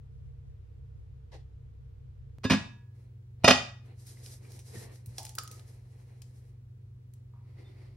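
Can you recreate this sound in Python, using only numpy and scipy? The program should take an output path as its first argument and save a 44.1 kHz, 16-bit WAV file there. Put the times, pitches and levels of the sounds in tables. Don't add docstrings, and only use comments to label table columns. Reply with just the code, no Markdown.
import sys
import numpy as np
from scipy import signal
from scipy.fft import rfft, irfft
from scipy.io import wavfile
from scipy.ndimage import map_coordinates

SR = 44100
rng = np.random.default_rng(int(sys.argv[2]) if len(sys.argv) > 2 else 0)


def inscribe(sig):
    pcm = np.round(np.clip(np.atleast_2d(sig).T, -1, 1) * 32767)
    wavfile.write(sys.argv[1], SR, pcm.astype(np.int16))


def makeup_ratio(level_db):
    decades = np.asarray(level_db, float) / 20
    return 10 ** decades


N = 351343
CUT_S = 2.385


def blows(contacts, base):
    # (frequency [Hz], level [dB], t60 [s])
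    lid_modes = [(1202, -10.5, 0.054), (1277, -8.5, 0.091), (1402, -6, .08), (1920, -6.5, 0.16),
                 (2480, -6, 0.13), (2474, -9, 0.075), (2590, -15.5, 0.17), (2825, -3.5, 0.061),
                 (2930, -6.5, .07), (3130, -12.5, 0.09), (3640, -10, 0.2), (4160, -11, 0.077),
                 (4600, -11.5, .06), (4943, -7, 0.091), (5214, -14, 0.036), (5620, -14, 0.092),
                 (6300, -19, 0.32), (6600, -27, .06), (7677, -30, .04), (8300, -24, 0.023)]
    # (frequency [Hz], level [dB])
    crack_colour = [(180, -38), (300, -10.5), (665, -9), (908, -11.5), (1260, -10), (2050, -13),
                    (2430, -9.5), (3370, -15), (5060, -16), (12500, -40), (16200, -76.5), (22000, -120)]
    hard_ms, dulling_db_per_ms = 3.8, 1.32
    out, t = np.zeros((2, N)), np.arange(SR) / SR
    for s, lid_db, thud_db, crack_db, ms in contacts:
        t_rel = t / ms * 1000
        shape = t_rel * np.exp(1 - t_rel)
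        chatter = rng.standard_normal(SR) * shape
        chatter /= np.sqrt(np.sum(chatter ** 2))
        push = shape ** 8 / np.sum(shape ** 8) + 0.73 * chatter
        crack_tail = 0.23 * (1 - np.exp(-t_rel)) * makeup_ratio(-60 * t / .08)
        crack = colour(rng.standard_normal(SR), crack_colour) * (shape + crack_tail)
        bright_db = dulling_db_per_ms * (hard_ms - ms)
        lid_ring = makeup_ratio(lid_db) * strike(chatter, lid_modes, bright_db)
        thud = makeup_ratio(thud_db) * strike(push, base, 1.5 * bright_db)
        add(out, s, lid_ring + thud + makeup_ratio(crack_db) * crack, 0)
    return out


def strike(force, modes, bright_db):
    t = np.arange(len(force)) / SR
    out = 0
    for hz, db, t60 in modes:
        taken_up = abs(np.sum(force[:2000] * np.exp(2j * np.pi * hz * t[:2000]))) + .3
        out = out + makeup_ratio(db + bright_db * np.log2(hz / 1000)) / taken_up * ring(force, hz, t60)
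    return out


def ring(drive, hz, t60):
    r, w = makeup_ratio(-60 / (t60 * SR)), 2 * np.pi * hz / SR
    return signal.lfilter([0, np.sin(w)], [1, -2 * r * np.cos(w), r * r], drive + 1e-18)


def bottle():
    # (time [s], level [dB], centre [Hz], t60 [s], left over right [dB])
    ticks = [(4.0682, -42, 10230, 0.026, -2), (4.2614, -40, 4900, 0.041, -2),
             (4.5191, -44, 5680, 0.025, -7.5), (4.591, -42, 5470, 0.13, -1),
             (4.9574, -47.5, 4250, 0.025, -2.5), (5.0594, -40.5, 11040, 0.083, 1),
             (5.1818, -26, 5170, 0.083, -2.5), (5.2298, -33, 8360, 0.025, 0.5),
             (5.2506, -30.5, 6720, 0.049, 2), (5.2662, -37.5, 4100, 0.028, -2),
             (5.2922, -35.5, 5900, 0.03, -3.5), (5.3519, -30, 12000, 0.041, -2.5),
             (5.385, -19.5, 4815, 0.033, -1.5), (5.4347, -33, 11760, 0.031, 0),
             (5.476, -36.5, 6100, 0.044, -1.0), (5.5132, -38, 6200, 0.089, -1),
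             (5.5952, -45, 4020, 0.029, -3), (6.219, -40, 4630, 0.04, 5.5),
             (7.1367, -47, 9030, 0.027, -0.5)]
    # (time [s], frequency [Hz], level [dB], t60 [s], bandwidth of the rough part [Hz])
    hollow_rings = [(4.171, 2010, -55, 0.035, 300), (4.447, 2353, -52.5, 0.076, 350),
                    (4.756, 1856, -51, 0.54, 50), (5.183, 704, -38.5, 0.16, 28), (5.19, 784, -48, 0.43, 37),
                    (5.19, 863, -47.5, 0.33, 53), (5.385, 1236, -43.5, 0.31, 16),
                    (5.386, 1266, -45.5, 0.51, 16), (5.382, 1303, -27.5, 0.058, 79),
                    (7.334, 950, -66.5, 1, 180), (7.335, 1204, -67, 0.404, 174),
                    (7.645, 3580, -57.5, 0.24, 12.3)]
    # (time [s], level [dB], frequency [Hz], t60 [s])
    bumps = [(1.345, -40, 71, 0.13), (4.498, -55, 111, 0.3), (4.571, -41, 80, 0.12),
             (4.754, -44, 356, 0.077), (4.765, -43.5, 215, 0.13), (4.767, -37, 114, 0.19),
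             (5.074, -30, 106.4, 0.11), (5.082, -40, 66.6, 0.25), (5.103, -40, 127, 0.11)]
    out, t = np.zeros((2, N)), np.arange(SR // 2) / SR
    for s, level_db, hz, t60, pan_db in ticks:
        spectrum = [(hz / 8, -22), (hz / 1.09, -3), (hz, 0), (hz * 1.75, -6), (hz * 8, -30)]
        snap = colour(rng.standard_normal(len(t)), spectrum)
        decay = makeup_ratio(level_db - 11.0 - 60 * t / t60)
        sharp_start = 1 + 2.06 * makeup_ratio(-60 * t / 0.012)
        add(out, s, decay * snap * sharp_start * np.minimum(t / 0.00081, 1), pan_db)
    for s, hz, db, t60, width_hz in hollow_rings:
        rough = ring(rng.standard_normal(2 * len(t)), hz, np.log(1000) / np.pi / width_hz)
        rough = rms_one(rough[len(t):])
        tone = 0.46 * np.sin(2 * np.pi * hz * t) + .5 * rough
        add(out, s, makeup_ratio(db - 60 * t / t60) * tone * np.minimum(t / 0.00079, 1), 0)
    for s, db, hz, t60 in bumps:
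        onset = 1 - np.exp(-t * hz / 0.54)
        add(out, s, makeup_ratio(db - 60 * t / t60) * np.sin(2 * np.pi * hz * t) * onset, 0)
    return out


def shuffle():
    # (start [s], hold [s], bright level [dB], dull level [dB])
    strokes = [(2.96, 0.093, -81.5, -71), (3.427, 0.039, -83.5, -62), (3.86, 0.049, -76.5, -61.5),
               (3.998, 0.031, -61, -74), (4.075, 0.055, -56, -66.5), (4.17, 0.036, -64, -62),
               (4.24, 0.1, -53, -63.5), (4.43, 0.046, -65.5, -62.5), (4.506, 0.063, -58, -61.5),
               (4.672, 0.12, -57, -62.5), (4.749, 0.09, -55, -50.5), (4.92, 0.052, -64, -67.5),
               (5.09, .08, -65, -66.5), (5.184, 0.11, -55.5, -67), (5.383, 0.04, -60, -61.5),
               (5.516, 0.076, -60, -61), (5.68, 0.06, -66, -66), (5.9, .2, -80, -68.5),
               (6.227, 0.025, -74, -89.5), (6.355, 0.038, -73.5, -75), (7.143, .02, -83, -81.5)]
    # (start [s], hold [s], bright level [dB], dull level [dB])
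    touch = (4, 2.5, -77.5, -71.5)
    # (frequency [Hz], level [dB])
    rustle_colour = [(710, -41.5), (1200, -14), (1870, -8.5), (2900, -13.5), (4010, -3), (4460, -4),
                     (4830, 0.5), (7290, -2.5), (10600, -2), (12500, -6), (16200, -37), (22000, -120)]
    # (frequency [Hz], level [dB])
    slide_colour = [(110, -30.5), (180, -0.5), (254, -4), (484, 1), (552, -7), (875, -10.5), (1410, -19),
                    (2010, -12), (3680, -25), (4200, -17), (5460, -45), (9240, -120)]
    # (frequency [Hz], level [dB])
    pour_colour = [(150, -34), (250, -7.5), (387, 1.5), (441, -11), (478, -10), (1640, -23), (2020, -13),
                   (2750, -24), (3500, -26), (3800, -25.5), (4540, -22), (6380, -33.5), (12000, -36),
                   (15600, -62), (22000, -120)]
    # (frequency [Hz], level [dB])
    brush_colour = [(150, -48), (250, -26), (340, -1.5), (716, -5.5), (1060, -11), (1280, -26), (1990, -9),
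                    (2190, -19), (4610, -16.5), (12000, -38), (15600, -69), (22000, -120)]
    rise_db_per_s, fall_db_per_s = (500, 413), (300, 120)
    rough_db, alike = 1.5, .7
    gains = []
    for k in range(2):
        power = sum(swell(s, hold_s, db[k], rise_db_per_s[k], fall_db_per_s[k]) ** 2
                    for s, hold_s, *db in strokes + [touch])
        gains.append(np.sqrt(power))
    gains.append(swell(7.595, 0.27, level_db=-61.5, rise_db_per_s=77.5, fall_db_per_s=66))
    gains.append(swell(1.320, 0.033, level_db=-54.5, rise_db_per_s=3000, fall_db_per_s=252))
    out = 0
    for gain, spectrum in zip(gains, [rustle_colour, slide_colour, pour_colour, brush_colour]):
        grains = rng.standard_normal((2, N)) * makeup_ratio(rough_db * rng.exponential(1, N))
        mid, side = colour(grains, spectrum)
        flutter = makeup_ratio(1.1 * drift(40) + 1.2 * drift(29))
        stereo = np.sqrt(alike) * mid + np.sqrt(1 - alike) * side * [[1], [-1]]
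        out = out + gain * flutter * stereo
    return out


def swell(s, hold_s, level_db, rise_db_per_s, fall_db_per_s):
    t = np.arange(N) / SR
    below_db = rise_db_per_s * np.maximum(s - t, 0) + fall_db_per_s * np.maximum(t - s - hold_s, 0)
    return makeup_ratio(level_db - below_db)


def ports(x, lead, lean=((100, 0), (1000, 0))):
    hz = bins_hz(x)
    half_phase = 1j * np.interp(hz, *np.transpose(lead)) / 2
    half_level = at_hz(lean, hz) * np.log(10) / 40
    return filtered(x, np.exp((half_phase + half_level) * [[1], [-1]]))


def kitchen(x):
    # (frequency [Hz], t60 [s], side over middle [ratio])
    reflections = [(100, 0.55, .12), (400, 0.3, .45), (900, 0.42, .8), (2010.6, .39, 0.79),
                   (6013, .37, 1.0), (8500, 0.36, 1.0), (12000, 0.12, 0.99)]
    t, edges, tail = np.arange(SR) / SR, 60 * 2 ** np.arange(0, 8.5, .5), 0
    for low, high in zip(edges, edges[1:]):
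        band = signal.butter(2, [low, high], "band", fs=SR, output="sos")
        mid, side = signal.sosfilt(band, rng.standard_normal((2, SR)))
        hz = np.sqrt(low * high)
        stereo = mid + at_hz(reflections, hz, order=2) * side * [[1], [-1]]
        tail = tail + stereo * makeup_ratio(-60 * t / at_hz(reflections, hz))
    tail = tail * (1 - np.exp(-t / 0.001))
    return signal.fftconvolve(x, tail / np.sqrt(np.sum(tail ** 2) / 2), axes=1)[:, :N]


def hum():
    # (time [s], frequency [Hz], level [dB])
    motor = [
        [(0, 131.6, -57), (1.3, 127.1, -57), (1.5, 127.2, -56), (2.38, 126.3, -54)],
        [(2.39, 121.3, -51.5), (3.7, 122.7, -49), (4.67, 124.1, -50), (5.2, 121.8, -50), (5.97, 123.4, -50.5),
         (7.41, 123.6, -50), (7.97, 123.9, -50)],
    ]
    # (multiple of the tone [ratio], level against the tone [dB])
    overtones = [(1.5, -24.5), (2.0, -31.5), (3.0, -29.5)]
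    # (multiple of its turn rate [ratio], level [dB])
    throb = [(2, -53), (3, -49), (4, -57.5), (5, -68.5), (6, -57.5), (7, -53.5), (8, -56.5), (9, -79),
             (10, -63), (12, -64.5), (14, -57.5), (15, -74)]
    throb_hz, mains_hz, whine_hz = 9.39, 99.7, 13170
    mains_db, whine_db = -53, -92.5
    t = np.arange(N) / SR
    hz, level_db = in_time(motor[0] + motor[1])
    turn = 2 * np.pi * np.cumsum(hz) / SR
    out = makeup_ratio(level_db) * (np.sin(turn) + sum(makeup_ratio(db) * np.sin(k * turn) for k, db in overtones))
    out += makeup_ratio(mains_db + 0.26 * drift(4)) * np.sin(2 * np.pi * mains_hz * t)
    out += makeup_ratio(whine_db + 2.0 * drift(20)) * np.sin(2 * np.pi * whine_hz * t)
    for k, db in throb:
        partial = np.sin(2 * np.pi * (k * throb_hz * t + rng.random()))
        out += (t < CUT_S) * makeup_ratio(db + 0.5 * drift(4.14)) * partial
    return np.sqrt(2) * out


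def side_noise():
    # (frequency [Hz], level [dB])
    side_colour = [(20, -21.5), (60, 1.5), (90, -0.5), (150, -2.5), (250, -30), (500, -52)]
    lumps = (np.arange(N) < CUT_S * SR) * makeup_ratio(-59.5 + 5.0 * drift(14))
    return lumps * colour(rng.standard_normal(N), side_colour) * [[1], [-1]]


def air():
    # (frequency [Hz], level [dB])
    mid_colours = [
        [(15, -31), (30, -21.5), (55, -8), (85, -1.5), (125, -13.5), (145, -13.5), (165, -15.5), (200, -28),
         (300, -28.5), (410, -31), (465, -19), (530, -38), (900, -41.5), (3250, -48.5), (12800, -64.5),
         (20000, -80)],
        [(15, -14), (35, -15.5), (48, -0.5), (88, -2), (140, -8), (160, -22), (250, -20), (320, -27),
         (380, -25), (430, -27), (475, -25), (560, -38.5), (2000, -45.5), (7000, -54), (12800, -56),
         (20000, -57.5)],
    ]
    # (frequency [Hz], level [dB])
    side_colours = [
        [(12, -72), (20, -17.5), (65, -14.5), (127, -15.5), (277, -29), (446, -22.5), (678, -31.5),
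         (10800, -62), (13200, -58.5), (16000, -86)],
        [(12, -54), (20, -23), (81, -4.5), (262, -18), (399, -11.5), (976, -24), (5850, -38), (10800, -45),
         (12800, -36), (16000, -58)],
    ]
    mid_db, side_db = [-57, -56.5], [-64.5, -70.5]
    after = np.arange(N) >= CUT_S * SR
    out = np.zeros((2, N))
    for k, heard in enumerate([~after, after]):
        mid = makeup_ratio(mid_db[k]) * colour(rng.standard_normal(N), mid_colours[k])
        side = makeup_ratio(side_db[k]) * colour(rng.standard_normal(N), side_colours[k])
        out += heard * (mid + side * [[1], [-1]])
    return out


def rms_one(x):
    return x / np.sqrt(np.mean(x ** 2) + 1e-20)


def in_time(rows):
    s, *columns = np.transpose(rows)
    return [np.interp(np.arange(N) / SR, s, c) for c in columns]


def at_hz(points, hz, order=1):
    return np.interp(np.log(hz + 1), np.log(np.array(points)[:, 0]), np.array(points)[:, order])


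def bins_hz(x):
    return np.fft.rfftfreq(x.shape[-1], 1 / SR)


def filtered(x, gain):
    return irfft(rfft(x) * gain, x.shape[-1])


def colour(x, spectrum):
    return rms_one(filtered(x, makeup_ratio(at_hz(spectrum, bins_hz(x)))))


def drift(rate):
    knots = rng.standard_normal(int(N / SR * rate) + 3)
    return map_coordinates(knots, [np.arange(N) / SR * rate], order=3)


def add(out, s, sound, pan_db):
    at = round(s * SR)
    out[:, at:at + len(sound)] += sound[:N - at] * makeup_ratio([[pan_db / 2], [-pan_db / 2]])


def scene():
    # (time [s], lid ring [dB], thud [dB], crack [dB], time to the peak of the contact [ms])
    lift = [(2.434, -60, -51, -45.5, 4.0), (2.441, -39.5, -39, -33.5, 1.5), (2.447, -36, -19, -35.5, 4.0),
            (2.498, -28, -29.5, -24.5, 3.0), (2.505, -29.5, -14, -22, 4.0), (2.518, -28.5, -18, -25.5, 4.0),
            (2.531, -41.5, -21.5, -29, 5.0), (2.547, -40, -29, -35, 1.1)]
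    # (time [s], lid ring [dB], thud [dB], crack [dB], time to the peak of the contact [ms])
    set_down = [(3.436, -50, -34, -41, 4.0), (3.4435, -17, -7, -19.5, 1.6), (3.4775, -14, -11, -10, 2.6),
                (3.4835, -22, -10, -14.5, 2.5), (3.492, -23.5, -16.5, -20.5, 2.7),
                (3.502, -25, -19.5, -20.5, 3.6), (3.5075, -15.5, -15, -13, 2.1)]
    # (frequency [Hz], level [dB], t60 [s])
    pot = [(121.3, -13.5, 0.095), (178, -7, 0.15), (212.46, 1, 0.12), (255.7, -8, 0.11), (518, -9.5, 0.059),
           (1050, -11.5, 0.052), (1720, -20.5, 0.053), (957, -34, 0.66), (1675, -14, 0.16),
           (1680, -22.5, .65), (2592, -21, 0.36), (3640, -24.5, .22), (4050, -20, .1)]
    # (frequency [Hz], level [dB], t60 [s])
    worktop = [(112, -11.5, .25), (198, -7.5, 0.1), (254, -4.5, 0.11), (370, -14, 0.089), (584, -9, 0.069),
               (635, -5, .05), (671, -4, 0.11), (722, -2, 0.067), (790, -8, 0.074), (963, -13, .08)]
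    # (frequency [Hz], lead of the left [rad])
    lead = [
        [(0, -0.5), (2760, 1), (3010, -0.18), (3700, 1.5), (4220, 0.56), (4820, -7.5), (5510, -6), (8440, -1.5),
         (9300, -3), (10100, 1.5), (12000, 1.35), (13000, 3.0), (15800, 3.5), (16200, 3)],
        [(0, 0), (1890, -1.23), (2580, -0.6), (3880, 2), (4910, -5.5), (5510, -6.5), (8530, -0.83),
         (9220, -1.63), (10400, 1.46), (12100, 0.2), (13200, 3.5), (15100, 1.5), (15700, 4.5), (16200, 5)],
    ]
    # (frequency [Hz], left over right [dB])
    lean = [(100, -.5), (250, -2), (600, -3.3), (1200, -2), (2400, -3.3), (4400, .5), (8000, -1.5)]
    knock_low_cut = signal.butter(2, 95., "high", fs=SR, output="sos")
    lid = signal.sosfilt(knock_low_cut, blows(lift, pot) + blows(set_down, worktop))
    small = bottle()
    near = ports(lid, lead[0], lean) + ports(small + shuffle(), lead[1])
    reflected = kitchen(makeup_ratio(-9.5) * lid + makeup_ratio(-10.5) * small)
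    return near + reflected + hum() + air() + side_noise()


def roll_off(x):
    return signal.sosfilt(signal.butter(12, 16650, fs=SR, output="sos"), x)


def record(dry):
    # (frequency [Hz], gain [dB])
    tone = [(20, -22.5), (55, -0.5), (90, -0.5), (12500, -0.5), (13150, -6.5), (13400, -33.5),
            (14800, -30.5), (15200, 4), (15900, 4), (16300, -50)]
    heard = filtered(dry, makeup_ratio(at_hz(tone, bins_hz(dry))))
    mix = 1.071 * np.tanh(heard / 1.123)
    return roll_off(mix)


dry = scene()
out = record(dry)
inscribe(out)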